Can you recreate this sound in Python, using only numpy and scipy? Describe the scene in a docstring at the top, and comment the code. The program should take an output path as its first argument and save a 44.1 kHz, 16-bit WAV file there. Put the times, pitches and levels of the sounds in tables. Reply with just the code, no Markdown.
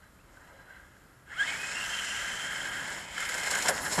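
"""A dirt clearing in a wood: a small electric model car creeps, then speeds up towards the listener, over a mound.
Its gear mesh is a tone that breaks into noise bands and lights up the modes of a plastic shell.
Coloured random clicks make the rattling gears, thrown grit and rolling tyres; noise makes rumble and air.
Short sine rings and a thin whine mark the creeping car, a gliding sine a far bird.
Timed bursts are the jolts: grit sprays, the shell rattles, the chassis bangs down."""
import sys
import numpy as np
from scipy import signal
from scipy.fft import rfft, irfft
from scipy.io import wavfile

SR = 44100
rng = np.random.default_rng(int(sys.argv[2]) if len(sys.argv) > 2 else 0)


def dump_mix(stems):
    """Bounce the given channels to the path in sys.argv[1] as a 16-bit WAV at rate SR."""
    frames = np.atleast_2d(stems).T  # one column per channel
    limited = np.clip(frames, -1, 1)  # hard clip at full scale
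    pcm = np.round(limited * 32767).astype(np.int16)
    wavfile.write(sys.argv[1], SR, pcm)


N = 176400

# Spectra shared by the running car and its jolts; columns: pitch_hz [Hz], relative density_db [dB per Hz]
# lower body of the plastic shell
SHELL_COLOUR = [(590, -77), (1000, -25), (1170, -8.5), (1610, 5), (1790, -0.5), (2150, -2), (2230, -16),
                (2340, -28), (2600, -12), (3380, -13.5), (5720, -120)]
# upper modes of the shell
UPPER_SHELL_COLOUR = [(1290, -19), (2200, 2), (2360, -7), (2600, -6.5), (2820, -14), (3040, 1.5),
                      (3560, -10.5), (3900, -13.5), (5070, -21), (8580, -120)]
# grit thrown by the tyres
GRIT_COLOUR = [(2060, -7.5), (3500, -12.5), (3650, -10.5), (4190, -4), (4610, -8.5), (5290, -1),
               (6020, -9.5), (6890, -0.5), (7300, 1.5), (8810, -8.5), (9500, -16.5), (12400, -46),
               (20900, -120)]
# finest grit, the top treble
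FINE_GRIT_COLOUR = [(5530, -37), (9400, -9), (10500, 2), (11400, -7.5), (12300, -5.5), (12800, -10.5),
                    (13400, -23), (14000, -27)]


def amp(db):
    """Decibels to linear gain."""
    return 10 ** (np.asarray(db) / 20)


def rms_one(x):
    """Scales x to an rms of 1."""
    return x / np.sqrt(np.mean(x ** 2) + 1e-20)


def in_time(rows):
    """Columns of a table as curves against time, straight between its rows."""
    s, *columns = np.transpose(rows)
    return [np.interp(np.arange(N) / SR, s, column) for column in columns]


def inside(rows, fade_s):
    """One over the time span of a table, fading to zero outside."""
    t = np.arange(N) / SR
    fade_in = t - rows[0][0] + fade_s
    fade_out = rows[-1][0] + fade_s - t
    return np.clip(np.minimum(fade_in, fade_out) / fade_s, 0, 1)


def drift(rate_hz):
    """Random wander of rms 1: white noise through a double one-pole lowpass."""
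    r = np.exp(-2 * np.pi * rate_hz / SR)
    noise = rng.standard_normal(N + SR)
    return rms_one(signal.lfilter([1], [1, -2 * r, r * r], noise)[SR:])  # first second settles the filter


def colour(x, spectrum, edge_db_per_octave=30):
    """Weights x by a spectrum that falls away outside its ends; rms 1."""
    hz, db = np.transpose(spectrum)
    octave = np.log2(np.arange(N // 2 + 1) * SR / N + 1)
    below = np.maximum(np.log2(hz[0]) - octave, 0)
    above = np.maximum(octave - np.log2(hz[-1]), 0)
    gain_db = np.interp(octave, np.log2(hz), db) - edge_db_per_octave * (below + above)
    return rms_one(irfft(rfft(x) * amp(gain_db), N))


def noise_in(spectrum):
    """Steady coloured noise, rms 1."""
    return colour(rng.standard_normal(N), spectrum)


def grains(per_s, spread_db):
    """Random clicks of uneven size and either sign."""
    hits = rng.random(N) < per_s / SR
    sizes = amp(spread_db * np.minimum(rng.exponential(1, N), 5))
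    return hits * sizes * rng.choice([-1, 1], N)


def bursts(times, levels_db, rise_s, fall_s):
    """Envelope of short swells: linear rise, exponential fall, each cut off after 0.15 s."""
    t = np.arange(N) / SR
    out = np.zeros(N)
    for s, db, fall in zip(times, levels_db, np.broadcast_to(fall_s, len(times))):
        a, b = int(s * SR), int((s + .15) * SR)
        u = t[a:b] - s
        out[a:b] += amp(db) * np.clip(u / rise_s, 0, 1) * np.exp(-np.maximum(u - rise_s, 0) / fall)
    return out


def resonate(x, hz, width_hz):
    """Two-pole resonance, gain about 1 on top."""
    r = np.exp(-np.pi * width_hz / SR)
    return signal.lfilter([1 - r, 0, r - 1], [1, -2 * r * np.cos(2 * np.pi * hz / SR), r * r], x)


def wood_air():
    """Quiet air of the wood: coloured noise with a slowly wandering level."""
    # spectrum of the wood: pitch_hz [Hz], relative density_db [dB per Hz]
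    wood_colour = [(150, -31), (250, 7.5), (322, 4), (533, 5), (899, -1.5), (1440, 9), (1570, -10.5),
                   (1700, -13), (1950, -2), (3070, -9), (7370, -14), (12200, -8), (14000, -18)]
    return amp(-63 + .5 * drift(6.4)) * noise_in(wood_colour)


def rumble():
    """Low roll of the wheels and deep moving air: two bands of noise with their own level curves."""
    # low roll: time_s [s], level_db [dB, before trim]
    roll_levels = [(0.0, -65.5), (1.3, -64.5), (1.49, -56.5), (2.22, -58.5), (2.8, -52), (3.27, -57.5),
                   (3.65, -54), (3.68, -48.5), (3.8, -54), (3.85, -43.5), (3.96, -57), (4.0, -24)]
    # deep air: time_s [s], level_db [dB, before trim]
    air_levels = [(0.0, -62), (1.23, -64.5), (1.39, -59), (3.41, -59), (3.96, -54), (3.99, -40)]
    # spectra of roll and air: pitch_hz [Hz], relative density_db [dB per Hz]
    roll_colour = [(71, -32), (120, -4), (183, 3), (227, -4.5), (280, -1.5), (350, -3.5), (460, -25),
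                   (770, -120)]
    air_colour = [(12, -35), (20, -8.5), (60, 0), (140, -5), (180, -32), (310, -120)]
    roll_db, = in_time(roll_levels)
    air_db, = in_time(air_levels)
    roll = amp(roll_db - 1.7) * noise_in(roll_colour)
    deep_air = amp(air_db + 1.0) * noise_in(air_colour)
    return roll + deep_air


def running():
    """Clicks coloured as shell rattle, grit and tyre roll, all shaken together by the rough ground."""
    # car: time_s [s], gear rattle_db, grit and brush hiss_db, tyre roll_db [dB, before trims]
    car_levels = [(0.0, -70, -72, -76), (0.03, -57.5, -70, -65), (0.13, -67, -72.5, -71),
                  (0.41, -57, -68, -60.5), (0.68, -57.5, -71.5, -60.5), (0.71, -49.5, -69, -60),
                  (0.92, -60.5, -70, -68), (1.25, -63.5, -73, -70), (1.33, -39.5, -59, -56.5),
                  (1.35, -45, -58.5, -58), (1.41, -34, -44, -50), (1.45, -36, -45.5, -48),
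                  (1.5, -34.5, -42, -46.5), (1.57, -36.5, -45, -49), (1.69, -36.5, -42.5, -47.5),
                  (2.09, -36, -41.5, -49), (2.82, -34.5, -45.5, -46.5), (2.97, -38, -44, -45.5),
                  (3.08, -48, -52, -51), (3.23, -36, -41, -49), (3.28, -36, -46, -49),
                  (3.3, -37, -40.5, -46), (3.42, -37, -41, -44.5), (3.48, -32, -35, -39.5),
                  (3.49, -38, -39, -45), (3.52, -29, -32.5, -37), (3.54, -29.5, -36, -37.5),
                  (3.64, -39.5, -37, -43), (3.66, -30, -33.5, -29), (3.68, -29, -35, -44),
                  (3.69, -24, -19, -31), (3.71, -33, -53, -38), (3.73, -33.5, -39, -40.5),
                  (3.82, -38.5, -40, -41), (3.83, -38, -40.5, -43.5), (3.86, -30, -38.5, -38),
                  (3.91, -39, -39, -41.5), (3.93, -36, -29.5, -37.5), (3.97, -34.5, -37.5, -41),
                  (3.99, -38, -36, -24)]
    # upper shell mode: time_s [s], level_db [dB, before trim]
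    upper_levels = [(0.0, -75.5), (0.71, -67), (1.21, -82), (1.37, -42), (1.4, -43), (1.44, -42),
                    (1.47, -34), (1.5, -33), (1.51, -40), (1.62, -40.5), (2.04, -39.5), (2.88, -41),
                    (3.08, -45), (3.2, -37), (3.5, -39), (3.51, -36), (3.68, -36), (3.69, -42), (3.71, -45),
                    (3.77, -63), (3.98, -45), (3.99, -44)]
    # spectrum of the tyres: pitch_hz [Hz], relative density_db [dB per Hz]
    tyre_colour = [(180, -6), (300, -13), (388, -9.5), (434, -5.5), (469, -10.5), (554, -3.5), (611, -4.5),
                   (1010, -2.5), (1160, -11), (1300, -7), (1690, -29), (2860, -120)]
    rattle_db, grit_db, tyre_db = in_time(car_levels)
    upper_db, = in_time(upper_levels)
    shake = drift(26)

    main_mode = rms_one(resonate(grains(1500, 4.4), 1626, 31))  # Hz, width in Hz
    shell = colour(grains(5000, 1.2), SHELL_COLOUR) + amp(-9) * main_mode
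    rattle = amp(rattle_db - 3.5 + 0.3 * shake + 0.76 * drift(27)) * shell

    upper_gain = amp(upper_db - 4.5 + 0.56 * shake) * inside(upper_levels, .05)
    upper = upper_gain * colour(grains(5000, 2.6), UPPER_SHELL_COLOUR)
    grit_gain = amp(grit_db - 1.26 + .9 * shake + 0.77 * drift(80))
    grit = grit_gain * colour(grains(12000, 2.36), GRIT_COLOUR)
    tyres = amp(tyre_db - 0.76 + 0.2 * shake) * colour(grains(3000, 1.24), tyre_colour)
    return rattle + upper + grit + tyres


def creeping():
    """Short rough rings of the shell as decaying sines, and a thin whine, perhaps of the speed controller."""
    # rings: start_s [s], level_db [dB, before the shared flutter], pitch_hz [Hz], fall_s [s]
    shell_rings = [(0.029, -49, 1585, 0.0048), (.365, -48, 1530, 0.0071), (.40, -60, 1850, 0.035),
                   (.48, -56, 978, 0.023), (.5, -54, 1590, 0.0074), (.535, -55, 545, 0.04),
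                   (.585, -50.5, 1620, 0.037), (.675, -49, 1470, 0.011), (.698, -40.5, 1585, 0.01),
                   (0.719, -46, 1553, 0.0084), (.76, -45, 1576, 0.0082), (.79, -48, 1577, 0.011),
                   (.85, -56, 1620, 0.0099)]
    # thin whine: time_s [s], pitch_hz [Hz], level_db [dB, before trim]
    whine_path = [(0.0, 3940, -99), (0.014, 4005, -82), (0.062, 4015, -76), (0.18, 4009, -98),
                  (0.22, 4000, -75), (0.244, 3912, -90), (0.504, 4019, -74.5), (0.51, 4050, -79),
                  (0.71, 3999, -73), (0.8, 4100, -81)]
    t = np.arange(N) / SR
    rings = np.zeros(N)
    for s, db, hz, fall_s in shell_rings:
        rings += bursts([s], [db], .01, fall_s) * np.sin(2 * np.pi * hz * t)
    rings *= amp(2.1 * drift(60))  # roughness

    hz, db = in_time(whine_path)
    whine_gain = amp(db + 2.0 + 4.3 * drift(30)) * inside(whine_path, .02)
    return rings + whine_gain * np.sin(2 * np.pi * np.cumsum(hz) / SR)


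def bird():
    """One short chirp of a far bird: a sine that rises in pitch and levels off."""
    start_s, length_s = .175, .048
    from_hz, to_hz = 1950, 2720
    u = np.clip((np.arange(N) / SR - start_s) / length_s, 0, 1)
    hz = from_hz + (to_hz - from_hz) * np.sin(np.pi * np.minimum(u * 0.62, .5))
    return amp(-65) * np.sin(np.pi * u) * np.sin(2 * np.pi * np.cumsum(hz) / SR)


def sizzle():
    """Finest grit: bright clicks flickering on their own, growing as the car nears."""
    # top treble: time_s [s], level_db [dB, before trim]
    sizzle_levels = [(1.2, -82), (1.27, -83), (1.41, -61.5), (1.57, -56.5), (1.77, -59), (1.85, -53.5),
                     (2.99, -58), (3.07, -65), (3.25, -53), (3.5, -49.5), (3.51, -42), (3.53, -46.5),
                     (3.68, -47), (3.69, -33), (3.72, -51), (3.8, -51.5), (3.83, -43), (3.92, -47),
                     (3.93, -42), (3.99, -45)]
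    db, = in_time(sizzle_levels)
    gain = amp(db - 0.1 + 1.2 * drift(32)) * inside(sizzle_levels, .03)
    return gain * colour(grains(9000, 2.3), FINE_GRIT_COLOUR, 60)


def noise_band(width_hz):
    """Complex wander that smears a tone into a band of noise."""
    return (drift(width_hz) + 1j * drift(width_hz)) / np.sqrt(2)


def blur(rough, wide, stretch):
    """Mix of the clean tone with a narrow and a wide noise band, by shares of power."""
    narrow_hz, wide_hz = 50, 200
    narrow_part = np.sqrt(1 - wide) * noise_band(stretch * narrow_hz)
    wide_part = np.sqrt(wide) * noise_band(stretch * wide_hz)
    return np.sqrt(1 - rough) + np.sqrt(rough) * (narrow_part + wide_part)


def gear_whine():
    """Tooth rate and its octave, cleaner at the start, then rough and heard mostly through shell modes."""
    # gear mesh: time_s [s], tooth rate pitch_hz [Hz], level_db, octave_db [dB, before roughness and modes]
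    mesh_path = [(1.28, 740.5, -78, -66), (1.315, 834, -66, -48.5), (1.345, 1083, -61, -45),
                 (1.36, 1301, -48, -70), (1.385, 1516, -38.5, -47), (1.403, 1630, -28, -29),
                 (1.418, 1636, -29, -49), (1.432, 1715, -33.5, -41), (1.447, 1994, -41, -67),
                 (1.48, 2150, -39, -74), (1.515, 2233, -35, -67), (1.55, 2280, -47, -64),
                 (1.6, 2506, -49.5, -53), (1.7, 2560, -53, -46), (1.76, 2750, -45.5, -44),
                 (1.82, 2880, -39.5, -49), (1.88, 3110, -42, -40), (1.95, 3077, -40, -46),
                 (2.1, 2914, -41.5, -41), (2.4, 3130, -44.5, -46), (2.75, 3170, -48.5, -73),
                 (3.0, 2900, -68, -67), (3.14, 2100, -58.5, -70), (3.24, 2130, -41.5, -62),
                 (3.4, 2134, -46, -59), (3.55, 2147, -44, -71), (3.63, 2140, -64, -70)]
    # break-up under load: time_s [s], rough share [0-1], wide band's share of the rough part [0-1]
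    breakup_shares = [(1.3, .15, 0), (1.43, .12, 0), (1.47, .9, .3), (1.55, .6, .3), (1.62, 1, .5),
                      (2.0, 1, .8), (2.2, 1, .6), (3.0, 1, .6), (3.15, 1, .4)]
    # shell modes lit up in passing: pitch_hz [Hz], width_hz [Hz], level_db [dB]
    whine_modes = [(1645, 20, 3.5), (2073, 24, -4), (2130, 34, -2.5), (2243, 25, 5), (2507, 41, 9.5),
                   (2760, 79, 8), (3095, 98, -0.5), (3227, 88, 4.5)]
    hz, db, octave_db = in_time(mesh_path)
    rough, wide = in_time(breakup_shares)
    turn = np.exp(2j * np.pi * np.cumsum(hz) / SR)
    mesh = amp(db + 2.4 * rough * drift(28)) * turn * blur(rough, wide, 1)
    octave = amp(octave_db) * turn ** 2 * blur(rough, wide, 1.6)
    tone = np.sqrt(2) * np.real(mesh + octave) * inside(mesh_path, .02)

    out = tone * amp(-9 * rough ** 2)  # the direct whine loses 9 dB when fully rough
    for k, (mode_hz, width_hz, mode_db) in enumerate(whine_modes):
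        out = out + (-1) ** k * amp(mode_db) * resonate(tone, mode_hz, width_hz)  # alternating sign
    return out


def jolts():
    """Jolts over the mound: each sprays grit, rattles the shell and thuds a moment later."""
    # jolts: start_s [s], grit_db, shell rattle_db, thud_db [dB, before trims], fall_s [s, before stretching]
    jolt_times = [(3.1764, -27.5, -28, -39, 0.0081), (3.201, -24, -29, -57, 0.0095),
                  (3.2236, -30, -26.5, -58, 0.0074), (3.2495, -22.5, -31, -63, 0.0072),
                  (3.2886, -20, -30, -38.5, 0.008), (3.3396, -20.5, -30, -33, 0.009),
                  (3.378, -21, -32.5, -38, 0.008), (3.431, -21.5, -29, -43, 0.0076),
                  (3.466, -31, -28.5, -39, 0.0066), (3.5083, -16, -31.5, -39.5, 0.0065),
                  (3.5494, -13.5, -26, -43, 0.0049), (3.584, -18, -27, -39.5, 0.008),
                  (3.6213, -16.5, -32, -42, 0.0089), (3.656, -20.5, -27, -34, 0.0057),
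                  (3.6716, -22, -23.5, -40, 0.0042), (3.6814, -10, -24, -18, 0.0075),
                  (3.7034, -23.5, -34, -31, 0.008), (3.775, -26, -28.5, -39, 0.008),
                  (3.86, -41, -28, -39, 0.0086), (3.915, -33, -39, -37, 0.0094),
                  (3.978, -29, -28, -37, 0.0074), (3.9863, -21, -27, -27, 0.0067)]
    # spectrum of the low thud: pitch_hz [Hz], relative density_db [dB per Hz]
    thud_colour = [(120, -38), (200, -27), (343, -17), (545, -4), (599, -3), (673, -4), (1040, -6.5),
                   (1210, -25), (1300, -10), (1690, -37), (2860, -120)]
    s, grit_db, rattle_db, thud_db, fall_s = np.transpose(jolt_times)

    spray = noise_in(GRIT_COLOUR) + 0.25 * noise_in(FINE_GRIT_COLOUR)
    shell = colour(grains(6000, 0.72), SHELL_COLOUR) + .5 * colour(grains(2800, 3.2), UPPER_SHELL_COLOUR)
    thud_ring = rms_one(resonate(rng.standard_normal(N), 524, 60))  # Hz, width in Hz
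    thud = colour(grains(3000, 1.2), thud_colour) + amp(-4.5) * thud_ring

    spray_swell = bursts(s, grit_db - 13.5, .003, fall_s)
    shell_swell = bursts(s, rattle_db - 5, 0.0055, 1.13 * fall_s)
    thud_swell = bursts(s + 0.0043, thud_db - 9, 0.0087, 2.15 * fall_s)  # 4.3 ms late
    return spray_swell * spray + shell_swell * shell + thud_swell * thud


def scene():
    """All layers summed into one channel."""
    car = rumble() + running() + creeping() + sizzle() + gear_whine() + jolts()
    return (wood_air() + bird() + car)[None]


def record(dry):
    """Steep lowpass: the top is cut, 60 dB down from 14.8 kHz."""
    return signal.sosfilt(signal.cheby2(12, 60, 14800, fs=SR, output="sos"), dry)


dry = scene()
out = record(dry)
dump_mix(out)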